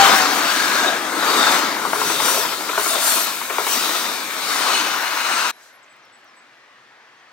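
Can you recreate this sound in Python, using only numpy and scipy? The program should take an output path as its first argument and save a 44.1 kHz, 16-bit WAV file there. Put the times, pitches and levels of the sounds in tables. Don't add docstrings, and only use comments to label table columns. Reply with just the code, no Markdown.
import sys
import numpy as np
from scipy import signal
from scipy.fft import rfft, irfft
from scipy.io import wavfile
from scipy.ndimage import uniform_filter1d

SR = 44100
rng = np.random.default_rng(int(sys.argv[2]) if len(sys.argv) > 2 else 0)


def dump(signal):
    limited = np.clip(np.atleast_2d(signal).T, -1, 1)
    pcm = np.round(limited * 32767).astype(np.int16)
    wavfile.write(sys.argv[1], SR, pcm)


N = 322812
TIME = np.arange(N) / SR
CUT_S, SPEED_M_PER_S = 5.511, 33
DOPPLER, GLIDE_S = .07, .25

# (frequency [Hz], coherence [0-1])
COHERENCE = [(25, .5), (60, .72), (130, .92), (300, .94), (1000, .88), (1500, .76), (2500, .5), (6000, .44),
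             (9000, .28), (11500, .5), (15000, .2)]
# (frequency [Hz], phase [rad])
LEFT_LEAD = [(100, 0), (200, .2), (500, .5), (800, .8), (3000, 1), (6000, 1.3), (7000, 1.7), (9000, 1),
             (10500, -.2), (15000, .4)]
# (frequency [Hz], left minus right [dB])
NEAR_BALANCE = [(25, 7.3), (60, 5.5), (130, 3.7), (260, 3.4), (550, 4.4), (1100, 6), (2200, 5.5),
                (8000, 4.5), (15000, 4.3)]
FAR_BALANCE = [(100, 2.2), (1000, 2.1), (8000, 2)]

# (frequency [Hz], relative level [dB])
AIR_COLOUR = [(20, -27.5), (50, -25), (85, -5), (130, 1), (170, 4), (260, -13)]
GUST_COLOUR = [(20, -16), (45, -12), (72, 3), (105, -4), (160, -23)]
# (time [s], level [dB])
RUMBLE_LEVEL = [(0, -44), (.12, -44), (.25, -46), (.85, -52), (1.0, -48), (1.4, -53), (1.82, -49),
                (2.08, -38.5), (2.38, -45.5), (2.8, -54.5), (3.5, -55), (3.85, -60), (4.3, -58.5),
                (5.5, -63)]
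# (time abreast [s], sleepers [dB], rails [dB], wheels [dB], contact hiss [dB], fizz over hiss [dB])
BOGIE_PASSES = [(.02, -25, -14, -19, -29.5, 1), (.17, -48.5, -22.5, -27, -36.5, 4.5),
                (.57, -47, -38, -28, -33.5, -0.5), (.78, -32, -24.5, -28.5, -36, -2.5),
                (1.35, -27, -22, -25.5, -33, 1.5), (1.5, -33.5, -18.5, -26, -35.5, 1.5),
                (2.08, -34.5, -31, -27.5, -34, 3.5), (2.32, -36.5, -25, -25, -35, 5),
                (2.88, -45.5, -30, -28.5, -41.5, 1), (3.11, -39.5, -25.5, -25.5, -30, 3.5),
                (3.78, -36, -28.5, -26, -32.5, 3.5), (3.96, -35.5, -26.5, -29, -37.5, 3.5),
                (4.55, -39, -33, -28, -35.5, 2.5), (4.7, -37, -23, -26.5, -35, -1.5),
                (5.37, -41, -30.5, -29, -34.5, -10)]
# (frequency [Hz], relative level [dB])
SLEEPER_COLOUR = [(90, -44), (150, -25), (190, -7), (235, 1), (280, 0.5), (340, 2.5), (450, 2), (560, 0),
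                  (700, -2.5), (1100, -31)]
RAIL_COLOUR = [(350, -46.5), (550, -12.5), (660, -6), (790, -3.5), (950, 0), (1250, 1.5), (1500, 0.5),
               (1800, -3.5), (2150, -5), (2600, -13), (4000, -36.5)]
WHEEL_COLOUR = [(1500, -44.5), (2250, -3), (2850, -0.5), (3250, -0.5), (3750, 1.5), (4100, 0.5),
                (4450, 0.5), (5000, -1.5), (5900, -2), (6500, -4.5), (7500, -9.5), (10000, -46.5)]
HISS_COLOUR = [(4500, -36.5), (6600, 3.5), (7100, 0.5), (7900, 3.5), (8500, 3), (9400, 2), (10000, -8.5),
               (12000, -37)]
FIZZ_COLOUR = [(8500, -26), (9900, -3), (11200, -1.5), (12000, -1), (13500, -2), (16000, -1.5)]
# (time [s], level [dB])
GEAR_LEVEL = [(0, -5.5), (.04, -13.5), (.09, -21.5), (.18, -21.5), (.3, -30.5), (.4, -41), (.55, -60)]
# (time [s], half length [s], frequency [Hz], width [Hz], level [dB])
WHEEL_SQUEALS = [(.04, 0.035, 3070, 300, -21), (.5, 0.08, 4510, 109.7, -31), (.67, 0.075, 4320, 110, -31),
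                 (.803, .017, 3750, 90, -28), (.882, 0.011, 3740, 70, -20), (1.26, 0.056, 3820, 110, -32),
                 (1.3, .02, 4600, 150, -27), (1.42, 0.08, 3684, 240, -23), (1.43, .04, 4550, 150, -30),
                 (1.58, 0.056, 4300, 110, -34), (2.02, 0.12, 9400, 330, -38),
                 (2.195, 0.03, 3660, 240, -27.5), (2.285, 0.027, 8840, 130, -28.5),
                 (2.32, 0.087, 5840, 170, -29), (2.34, .07, 13550, 400, -36),
                 (2.905, 0.021, 9400, 170, -25.5), (2.935, 0.041, 3620, 280, -30.5),
                 (3.14, .035, 13500, 200, -30.5), (3.235, 0.018, 11900, 150, -26),
                 (3.43, 0.15, 2350, 502, -37), (3.15, 0.094, 4300, 350, -30.5), (3.72, .04, 2890, 100, -32),
                 (3.97, 0.22, 3740, 200, -37), (3.74, 0.032, 5850, 170, -26.5),
                 (3.73, .022, 15400, 330, -30), (3.735, .02, 7480, 150, -31),
                 (4.31, 0.19, 2284, 300, -35.5), (4.55, 0.085, 9360, 260, -37),
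                 (4.55, 0.083, 4400, 260, -36), (5.42, 0.065, 2696, 220, -31)]
TRACK_HUMS = [(.35, 0.21, 289, 35, -38), (.72, 0.23, 1624, 170, -25.5), (.88, 0.057, 687, 150, -25),
              (1.25, 0.15, 310, 45, -32.5), (1.66, 0.074, 301.5, 40, -33.5), (2.0, 0.11, 424, 45, -34),
              (2.15, 0.23, 1408, 110, -33.5), (2.92, 0.27, 1380, 110, -33), (2.33, 0.035, 540, 35, -32),
              (2.37, 0.081, 660, 70, -34), (2.955, 0.033, 658, 90, -28), (3.07, 0.11, 665, 70, -34),
              (4.68, 0.044, 1130, 550, -23.5), (5.35, 0.071, 1350, 420, -25)]
# (start [s], length [s], level [dB])
FLANGE_SCRAPES = [(.04, .05, -29), (.145, .05, -28.5), (.33, 0.069, -32.5), (1.49, 0.11, -33),
                  (2.224, 0.22, -30), (2.78, .17, -28.5), (3.03, 0.14, -29), (3.658, .045, -31),
                  (3.7, .06, -30)]
# (start [s], end [s], rails [dB], wheels [dB], fizz [dB])
ROUGH_PASSES = [(0.285, 0.918, -25, -30, -36), (4.697, 5.598, -26, -34, -36.5)]
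# (frequency [Hz], width [Hz], level against those wheels [dB])
ROUGH_WHEEL_MODES = [(2370, 730, -4.5), (2864, 360, -8.5), (4250, 230, -19)]
# (time [s], half length [s], level [dB], emphasis before tuning [Hz], tuning [ratio])
SINGING_WHEELS = [(1.5, 0.11, -29, 7500, 0.84), (2.101, 0.044, -28.5, 6800, 1.04),
                  (2.286, .05, -23.5, 8480, .972), (2.392, 0.065, -36, 12000, 1.6),
                  (2.896, .055, -28.5, 9000, 0.9), (3.085, 0.049, -19.5, 9300, 0.99),
                  (3.185, .042, -23.5, 11000, .975), (3.735, .025, -29, 11500, 1.1),
                  (4.522, 0.067, -43, 8500, 0.99), (5.419, .09, -47, 8500, 1.002)]
# (frequency before tuning [Hz], width [Hz], relative level [dB])
DISC_MODES = [(4380, 270, -6.5), (5940, 330, 8), (7530, 320, 5.5), (9110, 450, 7), (10760, 420, -0.5),
              (12050, 270, 3.5), (13700, 300, -1.5), (15250, 250, -4.5)]
# (time [s], thump [dB], clang [dB], crack [dB])
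FLAT_SPOT_HITS = [(1.764, -32, -25, -34), (1.8485, -39, -19, -37), (1.931, -35, -16, -29),
                  (2.015, -33.5, -18, -33), (2.099, -28, -21.5, -30), (2.201, -33, -19, -26),
                  (2.282, -35, -20, -34), (2.372, -24, -27, -37), (2.449, -30.5, -22.5, -30),
                  (2.524, -35.5, -27, -30), (2.607, -43, -27, -35), (2.692, -28.5, -24.5, -28),
                  (2.728, -45, -27.5, -44), (2.7765, -23.5, -17.5, -30), (2.86, -28, -24, -27),
                  (2.933, -43, -27, -38), (2.949, -25, -24, -38), (3.414, -41.5, -25, -34),
                  (3.498, -31, -26, -29), (3.5045, -30, -35, -29.5), (3.5825, -23, -17.5, -26.5),
                  (3.666, -31.5, -22, -28), (3.677, -48, -30, -29), (3.751, -34, -40, -30)]
HIT_MODES = {"thump": [(366, -9.5, 0.052), (425, -4.5, 0.033), (650, 0.5, 0.027)],
             "clang": [(750, -4.5, .016), (937, 0, .019), (1050, 2.5, 0.021), (1320, -4, 0.029),
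             (1480, -7.5, .014)], "crack": [(1860, -6, 0.022), (2253, 0, .022), (2850, -3.5, .014)]}
HIT_ONSETS = {"thump": (0.00295, 0.0022), "clang": (0.00032, 0.00095), "crack": (0, 0.00047)}
# (time [s], half length [s], level [dB])
LAST_BOGIES = [(4.768, 0.18, -27.5), (5.328, 0.21, -27.5)]
# (frequency [Hz], width [Hz], relative level [dB])
BELL_MODES = [(2270, 330, -4.5), (2556, 190, -1.5), (2930, 100, -0.5), (4170, 400, 0), (5280, 200, -8),
              (6400, 280, -5), (7750, 350, -11), (9250, 400, -9.5), (10800, 220, -16)]

# (frequency [Hz], relative level [dB])
FAR_TRAIN_COLOUR = [(25, -46), (60, -28), (95, -29), (122, -12), (160, -20), (250, -8.5), (500, -7.5),
                    (900, -3), (1750, -1), (3000, -9.5), (4800, -15), (6500, -20.5), (8500, -29),
                    (11000, -36), (15500, -41)]
FAR_HUM_COLOUR = [(85, -30), (110, -7), (132, 8), (170, -32)]
SOFT_HISS_COLOUR = [(1500, -18.5), (3500, -4), (6000, 0), (9000, -10), (12500, -12), (16000, -17)]
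# (time [s], note shape, level [dB])
BIRD_CALLS = [(5.525, "high", -60), (5.62, "flick", -55), (5.722, "high", -61), (5.824, "flick", -58),
              (5.888, "arch", -61), (6.018, "slur", -62), (6.12, "arch", -58), (6.16, "high", -76),
              (6.254, "slur", -61), (6.34, "high", -78), (6.358, "arch", -60), (6.545, "high", -80),
              (7.165, "low", -69)]
NOTE_SHAPES = {"high": (0.0555, 11350, 11300, 11400), "flick": (0.027, 8150, 7450, 5300),
               "arch": (0.05, 7720, 7900, 7650), "slur": (.066, 6400, 5500, 4950),
               "low": (0.054, 6150, 6330, 5800)}
# (time [s], level [dB])
CLOSE_TICKS = [(5.928, -56), (5.965, -54), (6.052, -52), (6.244, -52)]


def gain_of(db):
    return 10 ** (np.asarray(db) / 20)


def unit_rms(x):
    return x / np.sqrt(np.mean(x ** 2) + 1e-20)


def at_hz(points, hz):
    frequency, value = np.transpose(points)
    return np.interp(np.log(hz + 1), np.log(frequency + 1), value)


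def over_time(points):
    return np.interp(TIME, *np.transpose(points))


def add(mix, s, sound):
    at = round(s * SR)
    sound = sound[..., max(-at, 0):]
    part = mix[..., max(at, 0):][..., :sound.shape[-1]]
    part += sound[..., :part.shape[-1]]


def bell(x, half_width):
    return np.exp(-.5 * (x / half_width) ** 2)


def gate(start_s, end_s, edge_s):
    return 0.26 * (1 + np.tanh((TIME - start_s) / edge_s)) * (1 + np.tanh((end_s - TIME) / edge_s))


def wander(rate_hz):
    hz = np.fft.rfftfreq(N, 1 / SR)
    return unit_rms(irfft(rfft(rng.standard_normal(N)) * np.exp(-(hz / rate_hz) ** 2), N))


def high_pass(x, hz, order):
    return signal.sosfilt(signal.butter(order, hz, "high", fs=SR, output="sos"), x)


def right_channel(left, unrelated, hz):
    same = at_hz(COHERENCE, hz)
    return (same * left + np.sqrt(1 - same ** 2) * unrelated) * np.exp(-1j * at_hz(LEFT_LEAD, hz))


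def noise(colour, patchy_db, balance=NEAR_BALANCE, size=1024):
    hz, hop = np.fft.rfftfreq(size, 1 / SR), size // 4
    a, b, c, d, patches = rng.standard_normal((5, N // hop + 5, len(hz)))
    patches = unit_rms(uniform_filter1d(uniform_filter1d(patches, size=12, axis=0), size=6, axis=1))
    left = a + 1j * b
    right = right_channel(left, c + 1j * d, hz) * gain_of(-at_hz(balance, hz))
    spectra = np.array([left, right]) * gain_of(at_hz(colour, hz) + patchy_db * patches)
    pair = signal.istft(spectra.swapaxes(1, 2), nperseg=size, noverlap=size - hop)[1][:, :N]
    return pair / pair.mean(0).std()


def at_microphone(pair):
    hz = np.fft.rfftfreq(N, 1 / SR)
    left, unrelated = rfft(pair)
    tilt = gain_of(at_hz(NEAR_BALANCE, hz) / 2)
    return irfft(np.array([left * tilt, right_channel(left, unrelated, hz) / tilt]), N)


def from_track(x):
    hz = np.fft.rfftfreq(N, 1 / SR)
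    tilt = gain_of(at_hz(NEAR_BALANCE, hz) / 2) * np.exp(.5j * at_hz(LEFT_LEAD, hz))
    return irfft(rfft(x) * np.array([tilt, 1 / tilt]), N)


def resonance(t, hz, width, doppler):
    pole = np.exp(-np.pi * width / SR)
    clock = np.cumsum(1 - doppler * np.tanh(t / GLIDE_S)) / SR
    scrub = rng.standard_normal((2, len(t))) + 1j * rng.standard_normal((2, len(t)))
    envelope = signal.lfilter([1], [1, -2 * pole, pole * pole], scrub)
    return unit_rms((envelope * np.exp(2j * np.pi * hz * clock)).real)


def stirred(hz, width, db):
    return gain_of(db) * resonance(TIME, hz, width, doppler=0)


def swells(rows, doppler):
    out, t = np.zeros((2, N)), np.arange(-SR // 2, SR // 2) / SR
    for s, half_s, hz, width, db in rows:
        swell = bell(t, half_s)
        ring = unit_rms(resonance(t, hz, width, doppler) * swell)
        add(out, s + t[0], gain_of(db) * ring * np.sqrt(np.mean(swell ** 2)))
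    return out


def passing(levels_db, ahead_m, behind_m, steepness):
    coarse_s = TIME[::100]
    past_m = SPEED_M_PER_S * (coarse_s - np.array(BOGIE_PASSES)[:, :1])
    spread = 1 + (past_m / np.where(past_m < 0, ahead_m, behind_m)) ** 2
    power = (gain_of(levels_db)[:, None] ** 2 / spread ** steepness).sum(0)
    return np.interp(TIME, coarse_s, np.sqrt(power))


def pushed_air(gust_db=-38, fall_db_per_s=110):
    rumble, gust = (noise(colour, patchy_db=1.5, size=2048) for colour in (AIR_COLOUR, GUST_COLOUR))
    return gain_of(over_time(RUMBLE_LEVEL)) * rumble + gain_of(gust_db - fall_db_per_s * TIME) * gust


def rolling(judder_db=1.0, scrape_db=0.07):
    _, sleeper_db, rail_db, wheel_db, hiss_db, fizz_db = np.transpose(BOGIE_PASSES)
    judder, scrape = judder_db * wander(rate_hz=45), -scrape_db * wander(rate_hz=170)
    sleeper = passing(sleeper_db, ahead_m=2.57, behind_m=5.7, steepness=1.02) * gain_of(judder)
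    rail = passing(rail_db, ahead_m=5.53, behind_m=4.42, steepness=1.315) * gain_of(0.72 * judder)
    wheel = passing(wheel_db, ahead_m=5.33, behind_m=6.93, steepness=1.94)
    wheel *= gain_of(0.64 * judder + scrape)
    roar = (sleeper * noise(SLEEPER_COLOUR, patchy_db=1.5)
            + rail * noise(RAIL_COLOUR, patchy_db=1.5)
            + wheel * noise(WHEEL_COLOUR, patchy_db=2.1))
    modes = (sleeper * stirred(hz=293, width=52, db=-13)
             + rail * stirred(hz=1340, width=190, db=-15)
             + wheel * stirred(hz=3720, width=260, db=-11))
    contact = sum(passing(db, ahead_m=4.7, behind_m=5.2, steepness=1.56) * noise(colour, patchy_db=1.6)
                  for db, colour in ((hiss_db, HISS_COLOUR), (hiss_db + fizz_db, FIZZ_COLOUR)))
    return roar + at_microphone(modes) + gain_of(scrape) * contact


def gear_whine(start_hz=791, drop_hz=84.2, drop_s=0.35, waver=0.013, flicker_db=0.93):
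    hz = start_hz - drop_hz * (1 - np.exp(-TIME / drop_s))
    turns = np.cumsum(hz * (1 + waver * wander(rate_hz=21))) / SR
    level = gain_of(over_time(GEAR_LEVEL) + flicker_db * wander(rate_hz=73))
    return from_track(level * np.sin(2 * np.pi * turns))


def squeals_and_hums(shake_db=0.5):
    rings = swells(TRACK_HUMS, doppler=0) + swells(WHEEL_SQUEALS, DOPPLER)
    return at_microphone(high_pass(rings, hz=230, order=4) * gain_of(shake_db * wander(rate_hz=32)))


def flange_scrapes(edge_s=0.0056, hiss_db=-4, grit_db=1.7):
    level = sum(gain_of(db) * gate(s, s + length, edge_s) for s, length, db in FLANGE_SCRAPES)
    fizz, hiss = (noise(colour, patchy_db=1.8) for colour in (FIZZ_COLOUR, HISS_COLOUR))
    return level * gain_of(grit_db * wander(rate_hz=110)) * (fizz + gain_of(hiss_db) * hiss)


def rough_cars(edge_s=0.13, judder_db=0.7):
    rail, wheel, fizz = sum(gain_of(levels_db)[:, None] * gate(start_s, end_s, edge_s)
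                            for start_s, end_s, *levels_db in ROUGH_PASSES)
    roar = sum(level * noise(colour, patchy_db=1.6)
               for level, colour in ((rail, RAIL_COLOUR), (wheel, WHEEL_COLOUR), (fizz, FIZZ_COLOUR)))
    rail_ring = rail * stirred(hz=1480, width=190, db=-6.5)
    wheel_ring = wheel * sum(stirred(*mode) for mode in ROUGH_WHEEL_MODES)
    return gain_of(judder_db * wander(rate_hz=45)) * (roar + at_microphone(rail_ring + wheel_ring))


def singing_wheels(reach_octaves=0.5):
    out, t = np.zeros((2, N)), np.arange(-SR // 3, SR // 3) / SR
    for s, half_s, db, emphasis_hz, tuning in SINGING_WHEELS:
        ring = 0
        for hz, width, mode_db in DISC_MODES:
            weight = gain_of(mode_db) * bell(np.log2(hz / emphasis_hz), reach_octaves)
            ring += weight * resonance(t, hz * tuning, width, DOPPLER)
        add(out, s + t[0], gain_of(db) * unit_rms(ring) * bell(t, half_s))
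    return out * gain_of([[2.5], [-2.5]])


def struck(t, modes, rise_s, detune=0.037):
    ring = 0
    for hz, db, t60 in modes:
        hz *= 1 + detune * rng.standard_normal()
        ring += gain_of(db - 60 * t / t60) * np.sin(2 * np.pi * (hz * t + rng.random()))
    return ring * (1 - np.exp(-(t / rise_s) ** 2))


def flat_spots(rattle_db=-30, rattle_s=0.026, rattle_rise_s=0.0036, scatter_db=-5,
               landing_db=-6, landing_s=0.0036, echo_db=-15, echo_s=0.013):
    t = np.arange(SR // 8) / SR
    rattle_level = gain_of(rattle_db) * np.exp(-t / rattle_s) * (1 - np.exp(-t / rattle_rise_s))
    direct, scattered = np.zeros(N), np.zeros((2, N))
    for s, *levels_db in FLAT_SPOT_HITS:
        for db, (part, modes) in zip(levels_db, HIT_MODES.items()):
            delay_s, rise_s = HIT_ONSETS[part]
            ring = struck(t, modes, rise_s)
            rattle = rattle_level * rng.standard_normal((3, len(t)))
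            shaken = signal.fftconvolve(rattle, ring[None], axes=1)[:, :len(t)]
            blow = ring + shaken[0]
            if part != "thump":
                add(blow, landing_s * (1 + 0.14 * rng.uniform(-1.0, 1)), gain_of(landing_db) * ring)
            add(blow, echo_s * (1 + 0.23 * rng.uniform(-1.2, 1)), gain_of(echo_db) * ring)
            force = gain_of(db) / blow[:SR // 100].std()
            add(direct, s + delay_s, force * blow)
            add(scattered, s + delay_s, force * gain_of(scatter_db) * shaken[1:])
    return high_pass(from_track(direct) + at_microphone(scattered), hz=250, order=3)


def rail_sizzle(start_s=2.18, end_s=4.39, edge_s=.08, level_db=-41, hiss_db=-1, flutter_db=1.0):
    fizz, hiss = (noise(colour, patchy_db=1.8) for colour in (FIZZ_COLOUR, HISS_COLOUR))
    level = gain_of(level_db + flutter_db * wander(rate_hz=12)) * gate(start_s, end_s, edge_s)
    ring = at_microphone(stirred(hz=11780, width=220, db=-4))
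    return level * (fizz + gain_of(hiss_db) * hiss + ring)


def old_wheels(doppler=.015, chatter_db=2.5):
    level = np.sqrt(sum((gain_of(db) * bell(TIME - s, half_s)) ** 2 for s, half_s, db in LAST_BOGIES))
    t = TIME - np.mean([s for s, _, _ in LAST_BOGIES])
    ring = unit_rms(sum(gain_of(db) * resonance(t, hz, width, doppler) for hz, width, db in BELL_MODES))
    return at_microphone(level * gain_of(chatter_db * wander(rate_hz=21)) * ring)


def far_train(level_db=-51):
    return gain_of(level_db) * noise(FAR_TRAIN_COLOUR, patchy_db=1.5, balance=FAR_BALANCE, size=2048)


def far_hum(level_db=-79, throb_hz=3.34, crest_s=5.95):
    throb = .65 + 0.41 * np.cos(2 * np.pi * throb_hz * (TIME - crest_s))
    return gain_of(level_db) * throb * noise(FAR_HUM_COLOUR, patchy_db=-4, balance=FAR_BALANCE, size=4096)


def thin_ring(decay_s=0.082):
    return np.exp(-abs(TIME - CUT_S) / decay_s) * stirred(hz=3950, width=200, db=-55)


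def soft_hiss(trail_db=-57, trail_s=0.042, swell_db=-54, swell_at_s=5.65, half_s=0.05):
    trail = gain_of(trail_db) * np.exp(-abs(TIME - CUT_S) / trail_s)
    swell = gain_of(swell_db) * bell(TIME - swell_at_s, half_s)
    return (trail + swell) * noise(SOFT_HISS_COLOUR, patchy_db=1.8, balance=FAR_BALANCE)


def birds(echo_db=-5, echo_t60=0.6, waver=0.007):
    song, tremor = np.zeros(N), wander(rate_hz=184)
    for s, shape, db in BIRD_CALLS:
        length_s, *pitches_hz = NOTE_SHAPES[shape]
        progress = np.linspace(0, 1, round(length_s * SR))
        hz = np.polyval(np.polyfit([0, .5, 1], pitches_hz, 2), progress)
        hz *= 1 + waver * np.roll(tremor, -round(s * SR))[:len(hz)]
        whistle = np.sin(2 * np.pi * np.cumsum(hz) / SR)
        add(song, s, gain_of(db) * signal.windows.tukey(len(hz), .5) * whistle)
    t = np.arange(SR // 2) / SR
    tail = rng.standard_normal((2, len(t))) * gain_of(-60 * t / echo_t60)
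    echo = signal.fftconvolve(song[None], tail / np.linalg.norm(tail[0]), axes=1)[:, :N]
    direct = np.array([song, np.roll(song, 1)]) * gain_of([[4], [2]])
    return direct + gain_of(echo_db) * echo


def ticks(decay_s=.0025):
    out, t = np.zeros((2, N)), np.arange(SR // 40) / SR
    for s, db in CLOSE_TICKS:
        snap = high_pass(rng.standard_normal((2, len(t))), hz=8500, order=2)
        add(out, s, gain_of(db) * snap * np.exp(-t / decay_s))
    return out


def scene(crossfade_s=0.009):
    train = (pushed_air() + rolling() + gear_whine() + squeals_and_hums() + flange_scrapes()
             + rough_cars() + singing_wheels() + flat_spots() + rail_sizzle() + old_wheels())
    quiet_line = far_train() + far_hum() + thin_ring() + soft_hiss() + birds() + ticks()
    near = np.clip((CUT_S - TIME) / crossfade_s + .5, 0, 1)
    return near * train + (1 - near) * quiet_line


def record(dry):
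    low_pass = signal.firwin(511, 15850, window=("kaiser", 9), fs=SR)
    return signal.oaconvolve(np.clip(dry, -1, 1), low_pass[None], "same")


dry = scene()
out = record(dry)
dump(out)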